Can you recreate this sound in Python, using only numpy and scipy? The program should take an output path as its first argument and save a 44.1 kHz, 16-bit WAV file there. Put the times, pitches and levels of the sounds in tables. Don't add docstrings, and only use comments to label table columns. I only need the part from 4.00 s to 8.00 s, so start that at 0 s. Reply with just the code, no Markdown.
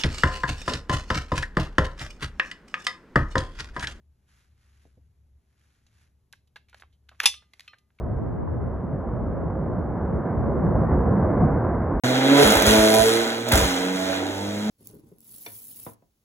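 import sys
import numpy as np
from scipy import signal
from scipy.fft import rfft, irfft
from scipy.io import wavfile
from scipy.ndimage import uniform_filter1d

SR = 44100
rng = np.random.default_rng(int(sys.argv[2]) if len(sys.argv) > 2 else 0)


def wav_out(sig):
    wavfile.write(sys.argv[1], SR, np.round(np.clip(np.atleast_2d(sig).T, -1, 1) * 32767).astype(np.int16))


N = 176400
TIME_S = np.arange(N) / SR


def from_db(db):
    return 10 ** (np.asarray(db) / 20)


def at_hz(points, hz):
    points_hz, values = np.transpose(points)
    return np.interp(np.log(hz + 1), np.log(points_hz), values)


def envelope(points):
    return from_db(np.interp(TIME_S, *np.transpose(points)))


def add(out, at_s, sound):
    start = int(at_s * SR)
    out[start:start + len(sound)] += sound[:N - start]


def diffuse(colour, size=N):
    # f/Hz, coherence
    coherence = [(100, 0.99), (250, 0.72), (500, 0.7), (1700, 0.28), (3200, 1), (4500, .55), (6000, 0.51),
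                 (7300, .8), (9000, 1), (10500, .8), (12500, 0.58)]
    hz = np.fft.rfftfreq(size, 1 / SR)
    alike = np.clip(at_hz(coherence, hz), 0, 1)
    mid, side = rfft(rng.standard_normal((2, size)))
    spectra = np.sqrt(1 + alike) * mid + np.sqrt(1 - alike) * side * [[1], [-1]]
    noise = irfft(spectra * from_db(at_hz(colour, hz)), size)
    return noise / noise.std()


def contact(colour, t60_s, extra_db=0, size=8192):
    burst = rfft(rng.standard_normal(size) * from_db(-60 * TIME_S[:size] / t60_s))
    burst /= np.sqrt(uniform_filter1d(np.abs(burst) ** 2, size=140))
    colour_db = at_hz(colour, np.fft.rfftfreq(size, 1 / SR)) + extra_db
    cepstrum = irfft(np.log(from_db(colour_db)))
    minimum_phase = np.exp(rfft(2 * cepstrum[:size // 2], size))
    crack = irfft(burst * minimum_phase)[:size // 2]
    return crack * np.sqrt(SR / 500 / np.sum(crack ** 2))


def contacts(hits, colour):
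    out = np.zeros(N)
    for at_s, db, t60_s in hits:
        add(out, at_s, from_db(db) * contact(colour, t60_s))
    return out


def ring(modes):
    t = TIME_S[:SR]
    return sum(from_db(db - 60 * t / t60_s) * np.sin(2 * np.pi * hz * t) * rng.choice([-1, 1])
               for hz, db, t60_s in modes)


def room_hum():
    # t/s, level/dB
    hum_levels = [(0, -62), (.8, -61.5), (.95, -58.5), (1.38, -57), (1.46, -72), (1.8, -66), (2.02, -60),
                  (2.2, -65), (2.9, -64.5), (3.4, -63), (3.6, -78), (4, -74.5)]
    # f/Hz, level/dB
    hum_colour = [(20, -20.5), (45, -15.5), (60, -11.5), (71, 5.5), (85, -10.5), (110, -9.5), (200, -31),
                  (500, -79.5)]
    hum_tones = [(222, -86.5), (392, -89), (882, -99)]
    air_colour = [(20, -11), (50, -3), (100, 0), (200, -7), (350, -15), (500, -19), (850, -23), (1000, -25),
                  (1600, -31), (3000, -34), (6000, -35), (11500, -31), (13000, -43), (15000, -58)]
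    air_db = -72.5
    hum = envelope(hum_levels) * diffuse(hum_colour)
    tones = sum(from_db(db) * np.sin(2 * np.pi * hz * TIME_S) for hz, db in hum_tones)
    return hum + tones + from_db(air_db) * diffuse(air_colour)


def sleeve():
    # t/s, level/dB
    rub_levels = [(0, -97), (.265, -82.5), (.29, -68.5), (.42, -70), (.5, -79.5), (.56, -81.5), (.6, -73.5),
                  (.84, -71.5), (.98, -85), (1.35, -91), (1.57, -78), (1.61, -73.5), (1.78, -75),
                  (1.85, -80.5), (1.92, -77), (1.94, -73), (2.03, -68.5), (2.14, -89.5), (2.65, -106),
                  (2.78, -64), (2.86, -97), (2.93, -85), (2.99, -99), (3.16, -76.5), (3.5, -85),
                  (3.56, -74.5), (3.65, -68), (3.8, -101), (4, -82)]
    # f/Hz, level/dB
    rub_colour = [(200, -21), (800, -7.5), (1600, 2.5), (2800, -3.5), (4500, -6), (6500, -6.5),
                  (8500, -9.5), (11000, -7), (13500, -31)]
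    grains_per_s, grain_db = 750, 2.5
    grain = np.interp(TIME_S * grains_per_s, np.arange(N), rng.standard_normal(N))
    return envelope(rub_levels) * from_db(grain_db * grain) * diffuse(rub_colour)


def grip_bumps():
    # t/s, level/dB, t60/s
    bumps = [(.853, -48.5, 0.086), (.973, -49, 0.1)]
    # f/Hz, level/dB
    bump_colour = [(60, 7), (200, 10), (380, 6), (700, -4), (1100, -40), (4000, -42)]
    return contacts(bumps, bump_colour)


def lever_clicks(size=8192):
    # t/s, level/dB, bass/dB, treble/dB, t60/s, resonance/Hz
    clicks = [(.8525, -59.5, 24, -4, 0.015, 720), (1.866, -59.5, 7, 13, 0.037, 6500),
              (2.3271, -44, 2, 29, 0.015, 2690), (2.333, -43.5, 0.5, -11, 0.029, 1650),
              (2.474, -67, 1, 25, .05, 2850), (2.559, -37, 6, -1.5, 0.047, 1680),
              (2.5655, -51, -29, 9, 0.042, 1700), (2.685, -56, 2, 10, 0.12, 2310),
              (2.697, -60, -13, 38, 0.018, 2500), (2.7295, -48, 3, -13, 0.042, 1470),
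              (2.7445, -43, 15, 3.5, 0.019, 1700), (2.798, -51.5, 14, 17.5, 0.061, 1800),
              (2.809, -56, 0, 31, 0.059, 2200), (2.8225, -42, 1.5, -20, .018, 1645),
              (2.835, -49, 12, -27, .02, 1110), (2.927, -65, -16, 16, 0.11, 3120),
              (3.088, -56, -8, 2, .015, 2930), (3.0915, -45, -4, 6.5, 0.02, 1570),
              (3.114, -49, 14, -22, 0.093, 1230), (3.147, -62, 8, -12, 0.027, 1600),
              (3.340, -38, -3, 4.5, 0.032, 2950), (3.423, -57, 14, -5, 0.055, 1560),
              (3.535, -47, 5.5, 12.5, 0.024, 2100), (3.5955, -41.5, 0.5, 14, 0.014, 2200),
              (3.606, -42.5, -18, 14, 0.015, 1890), (3.678, -39.5, -14, 0, 0.024, 2640),
              (3.733, -44, 1.5, -27, 0.026, 1715), (3.741, -51.5, 6, -6, 0.027, 1630),
              (3.784, -59, -6, 23.5, 0.041, 2774), (3.904, -66, 4, -16, .02, 1570),
              (3.987, -52.5, -10.5, -12, .04, 2300)]
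    # f/Hz, level/dB
    click_colour = [(100, -25), (350, -15.5), (800, -4), (1200, -2), (1650, 0), (2500, -2), (4000, -2.5),
                    (7000, -18.5), (11500, -19.5), (13000, -35.5), (15000, -52)]
    bass_hz, treble_hz = 1000, 3800
    peak_db, half_width_oct = 10.5, .18
    hz = np.fft.rfftfreq(size, 1 / SR)
    bass_shelf = 1 / (1 + (hz / bass_hz) ** 4)
    treble_shelf = 1 - 1 / (1 + (hz / treble_hz) ** 4)
    out = np.zeros(N)
    for at_s, db, bass_db, treble_db, t60_s, resonance_hz in clicks:
        offset_oct = np.log2((hz + 1) / resonance_hz)
        resonance_db = peak_db / (1 + (offset_oct / half_width_oct) ** 2)
        timbre_db = bass_db * bass_shelf + treble_db * treble_shelf + resonance_db
        add(out, at_s, from_db(db) * contact(click_colour, t60_s, timbre_db, size))
    return out


def slide():
    # t/s, level/dB, t60/s
    release = [(3.2016, -15.5, 0.013)]
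    # t/s, level/dB
    rail_levels = [(3.19, -74.5), (3.2, -53.5), (3.205, -36.5), (3.23, -46.5), (3.238, -27.5), (3.256, -42),
                   (3.26, -100)]
    # t/s, level/dB, t60/s
    slams = [(3.233, -31.5, 0.014), (3.2575, -5, 0.035), (3.2602, -11, 0.019), (3.2705, -17, 0.075)]
    # f/Hz, level/dB
    release_colour = [(100, -42), (500, -41.5), (1000, -17.5), (1630, 3), (2100, -5.5), (2600, -4),
                      (4300, -17), (5500, -13.5), (7500, -25.5), (11000, -23.5), (15000, -38)]
    rail_colour = [(200, -16), (800, 1.5), (1500, 5.5), (3000, 5), (4200, -3), (6000, -3.5), (8000, -15),
                   (11500, -4.5), (14000, -37)]
    slam_colour = [(100, -37), (230, -42), (380, -17), (600, -25), (900, -2), (1400, -14.5), (1900, -7),
                   (2650, 2.5), (4000, -2), (5300, 3), (7000, -10), (9000, 2.5), (11500, -10),
                   (13500, -31.5), (16000, -40)]
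    # f/Hz, level/dB, t60/s
    steel_modes = [(874, -10, .1), (1151, -7, .1), (1658, -7, .08), (2022, -10, .16), (2342, -3, .08),
                   (2680, -3, .09), (2751, -3, .09), (3082, -5, .14), (3384, -2, .11), (3449, -4, .16),
                   (3613, 4, .11), (4190, -13, .2), (4700, -10, .17), (5283, 6, .11), (5584, -1, .1),
                   (6100, 0, .16), (7036, -6, .12), (8058, -1, .15), (8700, -2, .13), (9410, 2, .09),
                   (9840, -9, .18), (10237, -3, .13), (10980, -4, .11), (11400, -13, .2)]
    steel_db = -25
    blows = contacts(release, release_colour) + contacts(slams, slam_colour)
    hardest_s = max(slams, key=lambda row: row[1])[0]
    add(blows, hardest_s, from_db(steel_db) * ring(steel_modes))
    moving = (TIME_S > rail_levels[0][0]) & (TIME_S < rail_levels[-1][0])
    scrape = moving * envelope(rail_levels) * diffuse(rail_colour)[0]
    return blows + scrape


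def recoil_spring():
    # t/s, level/dB
    pings = [(3.342, -56), (3.678, -55.5)]
    # f/Hz, level/dB, t60/s
    spring_modes = [(1217, -5, .4), (2020, -12, .5), (3074, -4, .18), (4167, -1, .25), (5500, -6, .16)]
    out = np.zeros(N)
    for at_s, db in pings:
        add(out, at_s, from_db(db) * ring(spring_modes))
    return out


def in_room(dry, wet_db, size=SR // 2):
    # f/Hz, t60/s
    decays = [(150, .35), (1000, 0.12), (3000, 0.24), (7000, 0.21), (11000, 0.18), (13500, 0.18)]
    delay_s = .005
    t, hz = TIME_S[:size], np.fft.rfftfreq(size, 1 / SR)
    centres_hz, t60s_s = np.transpose(decays)
    noise = rfft(diffuse([(100, .0076), (16000, .0043)], size))
    tail = np.zeros((2, size))
    for weights, t60_s in zip(np.eye(len(decays)), t60s_s):
        band = at_hz(list(zip(centres_hz, weights)), hz)
        tail += irfft(noise * band, size) * from_db(-60 * t / t60_s)
    tail *= np.clip(t / delay_s - .5, 0, 1)
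    tail /= np.sqrt(np.sum(tail ** 2) / 2)
    return dry + from_db(wet_db) * signal.fftconvolve(dry[None], tail, axes=1)[:, :N]


def near_reflections(sound, wet_db=-13, t60_s=.0047, size=512):
    echoes = rng.standard_normal((2, size)) * from_db(-60 * TIME_S[:size] / t60_s)
    echoes /= np.sqrt(np.sum(echoes ** 2) / 2)
    return sound + from_db(wet_db) * signal.fftconvolve(sound, echoes, axes=1)[:, :N]


def scene():
    pistol_pan_db, hum_pan_db = [[-.5], [.5]], [[.6], [-.6]]
    handling = grip_bumps() + lever_clicks() + recoil_spring()
    pistol = near_reflections(in_room(handling, wet_db=-13) + in_room(slide(), wet_db=-16))
    return pistol * from_db(pistol_pan_db) + room_hum() * from_db(hum_pan_db) + sleeve()


def record(dry):
    # f/Hz, lead of left port/rad
    port_phase = [(100, 0), (400, -.15), (550, -.7), (1000, -.75), (1300, 0), (2100, 0), (2800, .7),
                  (3900, .7), (4900, 2.9), (5700, 6.1), (6300, 6.4), (8400, 9.3), (9500, 9.5),
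                  (12000, 12.5), (16000, 12.7)]
    ceiling, cutoff_hz = .9, 15900
    size = N + SR
    lead_rad = at_hz(port_phase, np.fft.rfftfreq(size, 1 / SR))
    rotation = np.exp(.5j * lead_rad * np.array([[1], [-1]]))
    ports = irfft(rfft(dry, size) * rotation, size)[:, :N]
    rounded = ceiling * np.tanh(ports / ceiling)
    lowpass = signal.cheby2(12, 70, cutoff_hz, fs=SR, output="sos")
    return signal.sosfilt(lowpass, rounded)


dry = scene()
out = record(dry)
wav_out(out)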